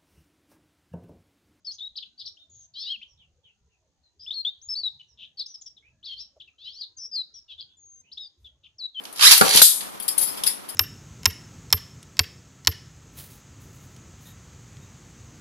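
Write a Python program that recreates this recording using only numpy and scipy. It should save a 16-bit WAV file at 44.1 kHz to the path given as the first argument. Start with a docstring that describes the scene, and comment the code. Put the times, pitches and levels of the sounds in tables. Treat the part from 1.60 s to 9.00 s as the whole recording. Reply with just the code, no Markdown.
"""Low bushes outdoors, a small songbird close to the stereo microphone and a little to its left.
Its syrinx sings a dense, varied run: chips, whistles, twitters, nasal whines and dry rasps.
Leaves and branches scatter each note into a short tail. From farther off come faint chirps and the thin
trill of an insect's wing strokes, over a faint hiss and a low rumble with a few soft bumps."""
import sys
import numpy as np
from scipy import signal
from scipy.fft import rfft, irfft
from scipy.io import wavfile
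from scipy.ndimage import uniform_filter1d

SR = 44100
rng = np.random.default_rng(int(sys.argv[2]) if len(sys.argv) > 2 else 0)


def to_wav(sig):
    """Store sig (one row per channel, or 1-D mono) as 16-bit WAV at the path in sys.argv[1].

    Samples outside -1..1 are clipped; the rate is SR.
    """
    pcm = np.clip(np.atleast_2d(sig), -1, 1) * 32767
    pcm = np.round(pcm).astype(np.int16)
    wavfile.write(sys.argv[1], SR, pcm.T)  # frames by channels


N = 326340

# colour of the outdoor rumble: frequency_hz, level_db
RUMBLE_SPECTRUM = [(25, -20), (70, 2.5), (250, -14.5), (750, -21), (2000, -33), (3000, -61.5)]
# colour of the hiss from the bushes: frequency_hz, level_db
HISS_SPECTRUM = [(1500, -5), (4000, 1), (7200, -3), (10500, -20)]
# near bird, straight scratchy sweeps: start_s, length_s, level_db, from_hz, to_hz
CHIP_NOTES = [(0.045, 0.034, -43.5, 4880, 5540), (0.105, 0.024, -39, 4200, 5750),
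              (0.353, 0.021, -40, 3150, 5760), (0.576, 0.036, -46.5, 4340, 5300),
              (0.646, 0.022, -45, 3320, 5680), (0.67, 0.025, -42.5, 5610, 5460),
              (0.767, 0.018, -52, 2865, 3470), (1.411, 0.029, -41.5, 2254, 3470),
              (2.719, 0.031, -37.5, 3405, 4600), (3.393, 0.029, -48, 3066, 2870),
              (3.618, 0.032, -45.5, 2647, 3394), (3.77, 0.056, -38.5, 4740, 3396),
              (3.858, 0.012, -34, 5730, 4880), (3.862, 0.074, -50.5, 6230, 5690),
              (3.938, 0.027, -40.5, 5710, 4940), (4.009, 0.022, -45, 7740, 5360),
              (4.056, 0.032, -42, 5780, 5130), (4.164, 0.026, -54.5, 4170, 2960),
              (4.426, 0.041, -47, 2800, 5560), (4.798, 0.022, -43, 3610, 2790),
              (4.815, 0.018, -46, 4150, 3220), (4.872, 0.027, -51, 2890, 2350),
              (5.207, 0.023, -35.5, 5050, 3700), (5.226, 0.022, -37, 4700, 3380),
              (5.737, 0.061, -47, 5770, 5365), (5.977, 0.052, -45, 3550, 3157),
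              (6.514, 0.027, -42.5, 3550, 5740), (6.569, 0.021, -37, 3207, 3990),
              (6.842, 0.042, -48.5, 3614, 3156)]
# colour of the soft hiss that follows each note: frequency_hz, level_db
NOTE_HISS_SPECTRUM = [(2400, -35.5), (3200, 12.5), (5800, 0), (8000, -26)]
# near bird, whistled slurs: start_s, length_s, level_db, onset_hz, held_hz, end_hz, crest_share
WHISTLE_NOTES = [(0.066, 0.05, -33.5, 4760, 4400, 4175, 0.26),
                 (0.202, 0.084, -35.5, 3360, 3762, 3873, 0.39), (1.299, 0.068, -29, 3016, 3410, 2470, 0.15),
                 (2.66, 0.043, -38, 2380, 3620, 3520, 0.63), (2.704, 0.027, -26, 2620, 3926, 3440, 0.25),
                 (2.738, 0.085, -31.5, 4504, 4253, 4213, 0.75),
                 (2.847, 0.018, -23.5, 2607, 3737, 3085, 0.38),
                 (2.86, 0.046, -26.5, 3124, 3702, 3645, 0.25), (3.013, 0.072, -50, 5200, 6780, 6830, 0.52),
                 (3.085, 0.065, -29.5, 4940, 5450, 5200, 0.53), (3.151, 0.074, -30, 3825, 4736, 4330, 0.24),
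                 (3.23, 0.062, -26, 4030, 4058, 3670, 0.49), (3.791, 0.045, -30, 6070, 4520, 3890, 0.21),
                 (5.366, 0.12, -43, 6980, 5600, 5640, 0.46), (5.371, 0.1, -38.5, 4670, 5336, 5380, 0.98),
                 (5.512, 0.057, -31, 5150, 5080, 4600, 0.9), (5.556, 0.069, -27.5, 4810, 4118, 3963, 0.45),
                 (6.167, 0.25, -53.5, 7240, 6530, 6296, 0.67), (6.585, 0.083, -40, 3820, 3793, 3550, 0.31),
                 (6.601, 0.084, -46.5, 5250, 5140, 4520, 0.49), (7.181, 0.088, -30.5, 6350, 3844, 3933, 1),
                 (7.343, 0.07, -29.5, 3500, 3050, 3100, 0.96)]
# near bird, zigzagging glides: start_s, length_s, level_db, from_hz, to_hz, depth_hz
TWITTER_NOTES = [(0.119, 0.042, -49.5, 5920, 6300, 253), (0.181, 0.024, -43.5, 3790, 3574, 350),
                 (0.369, 0.026, -33, 4946, 3180, 420), (0.421, 0.021, -37.5, 3570, 3000, 300),
                 (0.592, 0.039, -41, 4560, 3710, 590), (0.656, 0.028, -38.5, 5340, 3526, 470),
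                 (0.895, 0.17, -55.5, 6870, 6240, 170), (2.593, 0.069, -47.5, 4880, 5304, 107)]
# birds deeper in the bushes: start_s, level_db, from_hz, to_hz
FAR_CHIRPS = [(0.409, -58.5, 3990, 4020), (0.775, -57.5, 3690, 3600), (1.471, -65.5, 5870, 5460),
              (1.568, -60.5, 3710, 2640), (1.828, -58.5, 3456, 2580), (2.09, -75.5, 2880, 2430),
              (2.419, -68.5, 4340, 3930), (3.47, -65, 5970, 5320), (4.219, -61, 2104, 2710),
              (6.069, -60, 3270, 3560), (6.431, -64, 2386, 3125)]
# near bird, one list of points for each nasal whine: time_s, pitch_hz, level_db, beak_resonance_hz
WHINE_CURVES = [
    [(1.135, 722, -55.5, 4520), (1.17, 806, -38.5, 3500), (1.205, 859, -37, 4730), (1.26, 934, -35.5, 3860),
     (1.295, 1037, -34.5, 3290), (1.328, 1085, -44.5, 4400)],
    [(4.455, 1420, -38, 5000), (4.475, 1129, -40.5, 3660), (4.54, 1047, -36, 3000),
     (4.553, 1044, -61.5, 3700), (4.578, 1070, -44, 4020), (4.612, 1369, -38.5, 5140),
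     (4.66, 1290, -58.5, 4830)],
    [(4.98, 771, -57.5, 3000), (5.055, 974, -44.5, 3820), (5.08, 1032, -37, 2820), (5.12, 1157, -52, 4100),
     (5.15, 1366, -48.5, 4900), (5.212, 1695, -43.5, 4600)],
    [(5.878, 732, -60, 2870), (5.912, 663, -40.5, 2960), (5.945, 612, -49, 3000)],
]
# soft bumps in the rumble: start_s, length_s, level_db, centre_hz
SOFT_BUMPS = [(3.06, 0.084, -56, 71), (4.752, 0.042, -59.5, 607), (6.757, 0.16, -58, 70.5)]
# near bird, dry rasps: start_s, length_s, level_db, ring_hz, pulses_per_s, pulse_share
RASP_NOTES = [(3.565, 0.12, -49.5, 3240, 142, 0.45), (5.987, 0.049, -45, 4210, 150, 1),
              (7.028, 0.056, -54.5, 3040, 280, 0.79)]

WAVER_SHARE, WAVER_HZ = 0.008, 110  # chance waver of the pitch: depth and speed
CLEAR_SCRATCH_DB, HARSH_SCRATCH_DB, FAR_SCRATCH_DB = -22, -10, -8  # noise around a tone


def amp(db):
    """Decibels to gain."""
    return 10 ** (np.asarray(db) / 20)


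def unit(x):
    """Scales to rms 1."""
    return x / np.sqrt(np.mean(x ** 2) + 1e-20)


def add(mix, start_s, sound):
    """Lays a sound into the mix."""
    part = mix[max(round(start_s * SR), 0):][:len(sound)]
    part += sound[:len(part)]


def wander(size, hz):
    """Smooth chance of rms 1 that moves up to about hz times a second."""
    f = np.fft.rfftfreq(size, 1 / SR)
    return unit(irfft(rfft(rng.standard_normal(size)) * np.exp(-(f / hz) ** 2), size))


def noise(spectrum):
    """Noise of rms 1, coloured by rows of frequency_hz, level_db."""
    hz, db = np.transpose(spectrum)
    colour = amp(np.interp(np.log(np.fft.rfftfreq(N, 1 / SR) + 1), np.log(hz + 1), db))
    return unit(irfft(rfft(rng.standard_normal(N)) * colour, N))


def lumpy(x, depth_db=5.5):
    """Each narrow band swells and sinks on its own."""
    bands = signal.stft(x, nperseg=2048)[2]
    patches = uniform_filter1d(rng.standard_normal(bands.shape), size=6, axis=0)
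    patches = unit(uniform_filter1d(patches, size=5, axis=1))
    return unit(signal.istft(bands * amp(depth_db * patches))[1][:N])


def background(rumble_db=-72.5, side_db=-12, hiss_db=-82):
    """A lumpy, nearly mono rumble with soft bumps, and a thin, wide hiss from the bushes."""
    rumble = amp(rumble_db) * lumpy(noise(RUMBLE_SPECTRUM))
    for start_s, length_s, db, centre_hz in SOFT_BUMPS:
        add(rumble, start_s, amp(db) * bump(length_s, centre_hz))
    side = amp(rumble_db + side_db) * noise(RUMBLE_SPECTRUM)
    hiss = amp(hiss_db) * np.array([noise(HISS_SPECTRUM), noise(HISS_SPECTRUM)])
    return np.array([rumble + side, rumble - side]) + hiss


def insect(strokes_per_s=70, from_hz=7500, to_hz=5350, level_db=-85, flutter_db=2):
    """A distant trill: each wing stroke is a tiny falling chirp."""
    stroke_rate = strokes_per_s * (1 + 0.011 * wander(N, hz=9.9))
    progress = (np.cumsum(stroke_rate) / SR) % 1
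    phase = 2 * np.pi * np.cumsum(from_hz + (to_hz - from_hz) * progress) / SR
    trill = np.sin(np.pi * progress) ** 2 * np.sin(phase)
    return unit(trill) * amp(level_db + flutter_db * wander(N, hz=46))


def gate(t, attack_s=0.006, release_s=0.007):
    """The syrinx opens and shuts within a few milliseconds."""
    opening = np.sin(np.pi / 2 * np.minimum(t / attack_s, 1)) ** 2
    shutting = np.sin(np.pi / 2 * np.minimum((t[-1] - t) / release_s, 1)) ** 2
    return opening * shutting


def syrinx(hz, scratch_db, crest_share=0.57, sag_db=4.5, flutter_db=1.3, skirt_hz=620):
    """A near-sine wavers along the pitch curve and swells to one crest."""
    t = np.arange(len(hz)) / SR
    waver, flutter = (wander(SR // 2, WAVER_HZ)[:len(t)] for _ in range(2))
    skirt, husk = (wander(SR // 2, skirt_hz)[:len(t)] for _ in range(2))
    droop = 0.033 * (1 - gate(t))  # the pitch drops as the syrinx opens and shuts
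    phase = 2 * np.pi * np.cumsum(hz * (1 + WAVER_SHARE * waver - droop)) / SR
    off_crest = 2 * (t / t[-1] - crest_share)
    level = amp(flutter_db * flutter - sag_db * off_crest ** 2) * gate(t)
    # turbulent air spreads a noisy skirt around the tone
    scratch = amp(scratch_db) * skirt * np.cos(phase)
    husky_octave = (1 + husk) * amp(-44) * np.sin(2 * phase)
    return np.sqrt(2) * level * (np.sin(phase) + scratch + husky_octave)


def chip(length_s, from_hz, to_hz, scratch_db=HARSH_SCRATCH_DB):
    """The syrinx makes one straight, scratchy glide."""
    return syrinx(np.linspace(from_hz, to_hz, int(length_s * SR)), scratch_db)


def with_hiss(voice, db):
    """Adds a soft hiss, strongest at 3-5 kHz, that follows each note's loudness."""
    loudness = np.sqrt(abs(uniform_filter1d(voice ** 2, size=128)))
    return voice + amp(db) * loudness * noise(NOTE_HISS_SPECTRUM)


def scatter(x, t60_s, delay_s, echoes_per_s=3000):
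    """Many weak echoes off leaves and branches, different at each side of the microphone."""
    t = np.arange(SR) / SR
    taps = rng.standard_normal((2, SR)) * (rng.random((2, SR)) < echoes_per_s / SR)
    taps *= amp(-60 * t / t60_s) * (t > delay_s)
    taps /= np.linalg.norm(taps, axis=1, keepdims=True)
    return signal.fftconvolve(x[None], taps, axes=1)[:, :N]


def whistle(length_s, onset_hz, held_hz, end_hz, crest_share, slide_share=0.17):
    """A clear tone slides quickly onto its held pitch, then bends away from it."""
    progress = np.linspace(0, 1, int(length_s * SR))
    slide = (onset_hz - held_hz) * np.exp(-progress / slide_share)
    bend = (end_hz - held_hz) * progress ** 1.9
    return syrinx(held_hz + slide + bend, CLEAR_SCRATCH_DB, crest_share)


def twitter(length_s, from_hz, to_hz, depth_hz, zigzags_per_s=200):
    """A scratchy glide whose pitch swings quickly and unevenly."""
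    glide = np.linspace(from_hz, to_hz, int(length_s * SR))
    rate = zigzags_per_s * (1 + 0.21 * wander(SR, WAVER_HZ)[:len(glide)])
    zigzag = np.sin(2 * np.pi * np.cumsum(rate) / SR)
    return syrinx(glide + depth_hz * zigzag, HARSH_SCRATCH_DB)


def far_birds(length_s=0.07):
    """Short glides from deeper in the bushes reach the microphone only as echoes off the leaves."""
    calls = np.zeros(N)
    for start_s, db, from_hz, to_hz in FAR_CHIRPS:
        add(calls, start_s, amp(db) * chip(length_s, from_hz, to_hz, FAR_SCRATCH_DB))
    return scatter(calls, t60_s=0.2, delay_s=0)


def whine(points, beak_width_hz=760, lowest_hz=2950, highest_hz=5700, flutter_db=3.8):
    """A rough buzz of the syrinx; the beak lets through only the few harmonics near its resonance."""
    times, *columns = np.transpose(points)
    t = np.arange(times[0], times[-1], 1 / SR)
    hz, db, beak_hz = (np.interp(t, times, column) for column in columns)
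    hz = hz * (1 + WAVER_SHARE * wander(SR, WAVER_HZ)[:len(t)])
    # alternate strong and weak cycles put faint lines between the harmonics
    harmonics = np.arange(2, 17)[:, None] / 2
    weight = np.where(harmonics % 1, amp(-17), 1)
    line_hz = harmonics * hz
    weight = weight / (1 + abs((line_hz - beak_hz) / beak_width_hz) ** 3)
    # the small throat radiates only about one octave
    weight /= np.sqrt(1 + (lowest_hz / line_hz) ** 28 + (line_hz / highest_hz) ** 28)
    # each harmonic swells on its own and strays a little from its place in the stack
    flutter = np.array([wander(SR, WAVER_HZ)[:len(t)] for _ in harmonics])
    stray = np.array([wander(SR, hz=260)[:len(t)] for _ in harmonics])
    weight *= amp(flutter_db * flutter)
    weight /= np.linalg.norm(weight, axis=0)
    weight += amp(-30) * np.isin(harmonics, (1, 2))  # the lowest two are added faintly, but the throat's high-pass later takes most of them away
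    phase = 2 * np.pi * harmonics * np.cumsum(hz) / SR + stray / 2
    voice = (weight * np.sin(phase)).sum(0)
    return np.sqrt(2) * voice * amp(db) * gate(t - times[0])


def bump(length_s, centre_hz):
    """A band of low noise swells softly and fades."""
    size = int(length_s * SR)
    band = noise([(centre_hz / 4, -30), (centre_hz, 0), (centre_hz * 4, -50)])[:size]
    return unit(band) * np.hanning(size)


def rasp(length_s, ring_hz, pulses_per_s, pulse_share, pulse_width_s=0.0007):
    """The syrinx snaps open in uneven pulses, each a few cycles long, blended with plain scratch."""
    t = np.arange(0, length_s, 1 / SR)
    shift, size_db, detune = (rng.standard_normal((40, 3)) * [0.15, 2, 0.07]).T[:, :, None]
    age = t - (np.arange(len(shift))[:, None] + 0.5 + shift) / pulses_per_s
    envelopes = amp(size_db) * np.exp(-(age / pulse_width_s) ** 2)
    pulses = envelopes * np.sin(2 * np.pi * ring_hz * (1 + detune) * age)
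    scratch = wander(SR // 2, hz=650)[:len(t)] * np.sin(2 * np.pi * ring_hz * t)
    blend = pulse_share * unit(pulses.sum(0)) + (1 - pulse_share) * scratch
    return unit(blend * signal.windows.tukey(len(t), 0.8))


def song(throat_cut_hz=2630):
    """The near bird's clear whistles and its harsh notes; the tiny throat radiates little bass."""
    clear, harsh = np.zeros((2, N))
    for start_s, length_s, db, *shape in WHISTLE_NOTES:
        add(clear, start_s, amp(db) * whistle(length_s, *shape))
    for start_s, length_s, db, *shape in TWITTER_NOTES:
        add(harsh, start_s, amp(db) * twitter(length_s, *shape))
    for start_s, length_s, db, *shape in CHIP_NOTES:
        add(harsh, start_s, amp(db) * chip(length_s, *shape))
    for points in WHINE_CURVES:
        add(harsh, points[0][0], whine(points))
    for start_s, length_s, db, *shape in RASP_NOTES:
        add(harsh, start_s, amp(db) * rasp(length_s, *shape))
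    throat = signal.butter(N=4, Wn=throat_cut_hz, btype="high", fs=SR, output="sos")
    clear, harsh = signal.sosfilt(throat, [clear, harsh])
    return with_hiss(clear, db=-32.5), with_hiss(harsh, db=-18.5)


def scene(left_lead_db=4.5):
    """The bird sits a little left of the microphone, so it reaches that side first and louder."""
    clear, harsh = song()
    bird, trill = clear + harsh, insect()
    tilt = amp(left_lead_db)
    one_sample_later = np.pad(bird, (1, 0))[:N]
    direct = np.array([bird * tilt, one_sample_later]) * 2 / (1 + tilt)
    # the nearest leaves blur every note, the harsh ones most
    into_leaves = amp(-13) * clear + amp(-4.5) * harsh + amp(-7) * trill
    near_echo = scatter(into_leaves, t60_s=0.19, delay_s=0.002)
    # the late echo is a wash, smeared in pitch
    smeared = bird * wander(N, hz=350)
    late_echo = amp(-23) * scatter(smeared, t60_s=0.45, delay_s=0.03)
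    return direct + near_echo + late_echo + far_birds() + trill + background()


def record(dry):
    """The recorder's band limit."""
    lowpass = signal.firwin(511, cutoff=15000, window=("kaiser", 9), fs=SR)
    return signal.oaconvolve(dry, lowpass[None], "same")


dry = scene()
out = record(dry)
to_wav(out)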